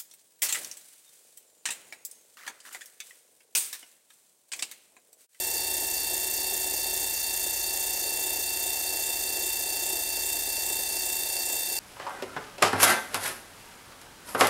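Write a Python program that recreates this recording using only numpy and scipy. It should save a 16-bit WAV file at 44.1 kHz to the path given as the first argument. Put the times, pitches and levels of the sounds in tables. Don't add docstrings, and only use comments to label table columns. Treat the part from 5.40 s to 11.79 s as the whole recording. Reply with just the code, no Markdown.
import sys
import numpy as np
from scipy import signal
from scipy.fft import rfft, irfft, next_fast_len
from scipy.io import wavfile
from scipy.ndimage import uniform_filter1d

SR = 44100
rng = np.random.default_rng(int(sys.argv[2]) if len(sys.argv) > 2 else 0)


def generate_wav(signal):
    frames = np.transpose(np.atleast_2d(signal))
    scaled = np.clip(frames, -1, 1) * 32767
    pcm = np.round(scaled).astype(np.int16)
    wavfile.write(sys.argv[1], SR, pcm)


def boost(x):
    u = np.asarray(x, float) / 20
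    return 10 ** u


N = 281798

# level in dB, change over the stroke in dB, change at take-up in dB.
PARTS = [
    (-52.5, -3.5, 1.2),
    (-60.5, -10, -2.5),
    (-44, -1.5, 2),
    (-53.5, 0.5, -0.5),
    (-50.7, -2.5, 1),
    (-43.5, -0.3, -0.3),
    (-42.5, 1, -2),
    (-42.5, -0.2, 1),
    (-36.5, -0.3, -0.2),
    (-35, -1, 0),
]
# frequency in Hz, level in dB per Hz.
BOARDS = [(100, -52), (230, -18.5), (290, -8), (350, -0.5), (420, -5), (620, -5), (750, -1), (820, -5),
          (920, -10.5), (990, -17), (1300, -26), (2000, -25)]


def rattle(angle, parts_db, fresh_db=-7, fresh_top_db=-3, low_share=0.05):
    # beats a cycle, middle depth in dB, middle lag in turns,
    # top depth in dB, top lag in turns.
    load = [(1, 0.21, 0.22, 0.29, 0.33), (2, 1.98, 0.4, 3.53, 0.29), (3, 0.13, 0.29, 0.37, 0.14),
            (4, 0.45, 0.32, 1.03, 0.22), (5, 1.3, 0.68, 1.31, 0.73), (6, 1.25, 0.24, 1.65, 0.35),
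            (7, 0.48, 0.27, 0.21, 0.58), (8, 0.11, 0.81, 0.71, 0.01), (10, 0.33, 0.26, 0.87, 0.45),
            (12, 0.41, 0.71, 0.14, 0.96), (15, 0.19, 0.1, 0.06, 0.77), (20, 0.35, 0.26, 0.43, 0.19),
            (25, 0.16, 0.9, 0.45, 0.74), (30, 0.23, 0.25, 0.48, 0.16)]
    flank_db, gap_db, sleeve_db = -50, -54.5, -49.5
    case_db, tube_db, collar_db, nut_db, shell_db, top_db = parts_db[4:]

    middle_load_db, top_load_db = np.zeros(N), np.zeros(N)
    for beats, middle_depth_db, middle_lag, top_depth_db, top_lag in load:
        middle_load_db += middle_depth_db * np.cos(2 * np.pi * (beats * angle - middle_lag))
        top_load_db += top_depth_db * np.cos(2 * np.pi * (beats * angle - top_lag))

    faces, fresh = tooth_faces(angle), rng.standard_normal(N)
    contact = faces + boost(fresh_db) * fresh
    low = contact * boost(low_share * middle_load_db)
    middle = contact * boost(middle_load_db)
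    top = (faces + boost(fresh_top_db) * fresh) * boost(top_load_db)

    grid_hz = np.arange(0, SR / 2, 5.)
    housing_gain = housing(grid_hz)

    def below(hz, edge_hz):
        return 1 / np.sqrt(1 + (hz / edge_hz) ** 40)

    def region(x, low_hz, high_hz):
        gain = housing_gain * below(grid_hz, high_hz) * below(low_hz, grid_hz + 1)
        return coloured(x, lambda hz: np.interp(hz, grid_hz, gain))

    return (boost(flank_db) * region(low, 860, 3090)
            + boost(case_db) * region(low, 2990, 3680)
            + boost(gap_db) * region(low, 3780, 4010)
            + boost(tube_db) * region(low, 4190, 4900)
            + boost(sleeve_db) * region(low, 5090, 5640)
            + boost(collar_db) * region(middle, 5740, 6890)
            + boost(nut_db) * region(middle, 7060, 7960)
            + boost(shell_db) * region(middle, 8280, 10460)
            + boost(top_db) * region(top, 11010, 16800))


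def tooth_faces(angle, wear_turns=0.42):
    # repeats in six cycles, level in dB.
    repeats = [(30, -14), (12, -13), (6, -10), (2, -8), (1, -2)]
    size, top = 2 ** 17, 6600
    k = np.arange(top)
    power = sum(boost(2 * db) * n * (k % n == 0) for n, db in repeats)
    z = np.sqrt(power) * (rng.standard_normal((2, top)) + 1j * rng.standard_normal((2, top)))
    position = angle / 6 % 1 * size
    old, new = (np.interp(position, np.arange(size), evened(w)) for w in irfft(z, size))
    wear = 2 * np.pi * wear_turns * np.arange(N) / N
    return old * np.cos(wear) + new * np.sin(wear)


def housing(hz):
    # frequency in Hz, width in Hz, level in dB.
    rings = [(1771, 450, -29.8), (2202, 536, -32.0), (2737, 206, -24.4), (3221, 106, -30.5),
             (3581, 194, -18.1), (4139, 357, -27.6), (4615, 362, -16.1), (5050, 164, -24.3),
             (5301, 205, -22.3), (5602, 212, -19.8), (6311, 191, -16.9), (6785, 299, -19.8),
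             (7295, 641, -17.1), (7910, 266, -16.6), (8197, 127, -17.3), (8464, 334, -18.9),
             (9121, 596, -14.2), (9392, 429, -16.8), (10130, 841, -25.5), (10894, 367, -26.3),
             (11150, 275, -24.4), (11843, 563, -19.4), (12473, 318, -18.7), (12832, 260, -18.0),
             (13328, 1500, -20.7), (14258, 825, -16.7), (15176, 342, -26.0), (15539, 230, -24.1)]
    # frequency in Hz, level in dB.
    base = [(950, -33), (1350, -39), (1900, -50), (2550, -43), (3080, -50), (3860, -42), (4400, -38),
            (5500, -29), (7800, -30), (11000, -48), (15700, -48)]
    power = sum(boost(2 * db) / (1 + (2 * (hz - f) / width) ** 2) ** 2 for f, width, db in rings)
    return np.sqrt(power + boost(2 * read(base, hz))) / (1 + (1000 / (hz + 1)) ** 12)


def whine(angle, parts_db, waver_db=0.1):
    # beats a cycle, level in dB rms.
    tones = [(25, -54), (44, -61), (58, -59), (60, -52), (110, -63), (115, -57), (118, -62), (120, -60),
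             (130, -59), (132, -64), (145, -61), (178, -56.5), (180, -44), (182, -66), (185, -66),
             (186, -65), (235, -56), (238, -58), (240, -54), (242, -58), (290, -62), (294, -61), (295, -55),
             (298, -58), (300, -52), (302, -56), (303, -53), (305, -56), (307, -55), (314, -63)]
    tight = .73
    panel_db = -51.5 - 3.5 * np.arange(N) / N + 8.3 * grip() - drift(6.)
    led = dict(zip((60, 120, 180, 240, 25), parts_db[:4] + [panel_db]))
    swell_db = 1.4 * (parts_db[5] - PARTS[5][0])
    strand_beats, strand_swell, strand_rise_db = 307, 2.6, 5
    start, out = rng.random(8), np.zeros(N)
    for beats, db in tones:
        if beats in led:
            level_db = led[beats]
        else:
            level_db = db + waver_db * drift(3.) + swell_db * (beats > 280)
        if beats == strand_beats:
            level_db = level_db + (strand_swell - 1) * swell_db + strand_rise_db * np.arange(N) / N
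        turns = beats * (angle - tight) + start[int(beats + 30) // 60] + .06 * drift(1.5)
        out += np.sqrt(2) * boost(level_db) * np.cos(2 * np.pi * turns)
    return out


def cycles():
    # time in seconds, lead in beats.
    lead = [(0.0, -0.18), (0.2, -0.26), (0.45, 0.38), (1.2, 1.34), (1.45, 1.44), (2.2, 2.26), (2.75, 3.34),
            (3.35, 2.47), (4.0, 0.6), (4.55, -0.64), (5.1, -2.18), (5.7, -3.97), (6.39, -5.14)]
    mesh3_hz, beats_per_cycle = 2707, 180
    lead_beats = uniform_filter1d(curves(lead)[0], 3000, mode="nearest") + sway(.1, .11)
    return (mesh3_hz * np.arange(N) / SR + lead_beats) / beats_per_cycle


def levels():
    # once a turn in dB, lag in turns, twice a turn in dB, lag in turns.
    sway_in = [(0.5, 0.88, 0.4, 0.25), (1, 0.97, 1, 0.91), (-0.1, 0.39, 0.6, 0.39), (4, 0.78, 0.2, 0.17),
               (3.8, 0.85, 1, 0.25), (1.51, 0.48, 1.24, 0.96), (1.5, 0.25, 1.6, 0.71),
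               (0.8, 0.91, -0.2, 0.84), (0.1, 0.01, 0.64, 0.79), (0.3, 0.1, 0.8, 0.62)]
    # once a turn in dB, lag in turns, twice a turn in dB, lag in turns.
    sway_out = [(0.8, 0.96, 0.8, 0.22), (-0.5, 0.23, 6.5, 0.52), (0.6, 0.87, 0.69, 0.13),
                (4, 0.23, -0.3, 1), (1.41, 0.12, 1.2, 1), (1.42, 0.6, 1.9, 0.41), (-0.6, 0.14, -0.3, 0.49),
                (2.8, 0.93, 1.9, 0.98), (-0.1, 0.02, 0.7, 0.27), (0.7, 0.11, 0.39, 0.2)]
    take_up_s, take_up_length_s = 2.65, .1
    depths = [2.3] * 4 + [1] * 6
    rod_out = np.arange(N) / N
    taken = np.clip((np.arange(N) / SR - take_up_s) / take_up_length_s, 0, 1)
    parts_db = []
    for (db, stroke_db, step_db), a, b, depth in zip(PARTS, sway_in, sway_out, depths):
        swing_db = depth * ((1 - rod_out) * sway(*a) + rod_out * sway(*b))
        parts_db.append(db + stroke_db * (rod_out - .5) + step_db * (taken - .5) + swing_db)
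    return parts_db


def sway(once, once_lag, twice=0, twice_lag=0):
    screw_hz = 2.45
    t = np.arange(0, N + 256, 256)
    turns = screw_hz * t / SR
    swing = once * np.cos(2 * np.pi * (turns - once_lag)) + twice * np.cos(2 * np.pi * (2 * turns - twice_lag))
    return np.interp(np.arange(N), t, swing)


def door(grab_db=2.0, knocks_per_s=90, knock_db=-11):
    rub_db = -44.5
    rub = rng.standard_normal(N) * boost(grab_db * evened(uniform_filter1d(rng.standard_normal(N), 500)))
    knocks = evened(rng.standard_normal(N) * (rng.random(N) < knocks_per_s / SR))
    return boost(rub_db + grip()) * coloured(rub + boost(knock_db) * knocks, lambda hz: boost(read(BOARDS, hz)))


def grip():
    # time in seconds, half length in seconds, grip in dB.
    slips = [(.55, .08, -0.5), (1.42, 0.061, -0.5), (1.79, 0.12, -2.5), (2.11, 0.033, -2.5),
             (3.07, .06, -0.5), (4.142, 0.042, -3.5), (5.11, 0.17, -1), (5.7, .17, -0.5),
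             (6.254, .05, -2.5)]
    t = np.arange(N) / SR
    return sway(0.16, 1) + sum(db * np.exp(-((t - s) / half_s) ** 4) for s, half_s, db in slips)


def catches(ring_s=0.01, trim_db=-4.5):
    # time in seconds, peak level in dB.
    blows = [(0.306, -42), (0.422, -32), (1.132, -39), (1.337, -29), (1.456, -30), (2.063, -30.5),
             (2.329, -35), (2.789, -33), (2.986, -33), (3.542, -31), (3.819, -35), (4.041, -34),
             (4.529, -32), (4.773, -30), (5.301, -31), (5.359, -32), (5.389, -29), (6.099, -34),
             (6.129, -31), (6.318, -30)]
    attack_s = 0.0027
    size = next_fast_len(4096)
    t, out = np.arange(size) / SR, np.zeros(N + size)
    board_gain = boost(read(BOARDS, np.fft.rfftfreq(size, 1 / SR)))
    for (s, db), noise in zip(blows, rng.standard_normal((len(blows), size))):
        blow = evened(irfft(rfft(noise) * board_gain, size))
        envelope = np.exp(-t / ring_s) * np.minimum(t / attack_s, 1)
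        out[round(s * SR):][:size] += boost(db + trim_db) * blow * envelope
    return out[:N]


def bird():
    # time in seconds, frequency in Hz, level in dB rms.
    peep = [
        (5.155, 5800, -75),
        (5.165, 5850, -47),
        (5.19, 5870, -47),
        (5.2, 5800, -75),
    ]
    hz, db = curves(peep)
    return np.sqrt(2) * boost(db) * np.sin(2 * np.pi * np.cumsum(hz) / SR) * (db > -74)


def yard(waver_db=1.3):
    # frequency in Hz, drift in Hz a second, level in dB rms, fade in dB a second.
    hums = [
        (45, -0.244, -61, -0.1),
        (60, 0.0067, -61, -0.85),
        (79, 0.133, -60, -0.27),
        (221.6, -0.258, -68.5, -0.4),
        (117.3, 0.417, -68.5, -0.9),
    ]
    # frequency in Hz, level in dB per Hz.
    air_spectrum = [(8, -25), (20, -9), (29, 5), (40, 1), (90, 0), (150, 1.5), (250, -1.5), (500, -13),
                    (2000, -39)]
    air_db = -62.5
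    throb_depth_db, throb_s, throb_top_s = 3, 3.1, 1.73
    shut_s, shut_hz_per_s, shut_db_per_s = 5.75, -30, -12
    out = boost(air_db) * coloured(rng.standard_normal(N), lambda hz: boost(read(air_spectrum, hz)))
    t = np.arange(N) / SR
    throb_db = throb_depth_db * np.cos(2 * np.pi * (t - throb_top_s) / throb_s)
    since_shut_s = np.maximum(t - shut_s, 0)
    for k, (hz, hz_per_s, db, db_per_s) in enumerate(hums):
        pitch_hz = hz + hz_per_s * t + (k == 2) * shut_hz_per_s * since_shut_s
        level_db = db + db_per_s * t + (k == 0) * throb_db + (k == 2) * shut_db_per_s * since_shut_s
        hum = np.sin(2 * np.pi * np.cumsum(pitch_hz) / SR)
        out = out + np.sqrt(2) * boost(level_db + waver_db * drift(3.8)) * hum
    return out


def evened(x):
    return x / np.sqrt(np.mean(x ** 2) + 1e-20)


def curves(rows):
    s, *columns = np.transpose(rows)
    return [np.interp(np.arange(N) / SR, s, c) for c in columns]


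def read(points, hz):
    f, value = np.transpose(points)
    return np.interp(np.log(hz + 1), np.log(f + 1), value)


def coloured(x, gain):
    size = next_fast_len(N)
    return evened(irfft(rfft(x, size) * gain(np.fft.rfftfreq(size, 1 / SR)), size)[:N])


def drift(hz):
    f, start = np.geomspace(hz / 8, hz, 12)[:, None], rng.random((12, 1))
    t = np.arange(0, N, 256)
    return np.interp(np.arange(N), t, evened(np.sin(2 * np.pi * (f * t / SR + start)).sum(0)))


def scene():
    angle, parts_db = cycles(), levels()
    actuator = rattle(angle, parts_db) + whine(angle, parts_db)
    return (actuator + door() + catches() + bird() + yard())[None]


def top_cut(x):
    return signal.sosfilt(signal.butter(12, 16090, fs=SR, output="sos"), x)


def record(dry):
    edge_hz = 15725
    size = next_fast_len(N)
    passed = np.fft.rfftfreq(size, 1 / SR) < edge_hz
    limited = irfft(rfft(dry, size) * passed, size)[:, :N]
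    return top_cut(limited)


dry = scene()
out = record(dry)
generate_wav(out)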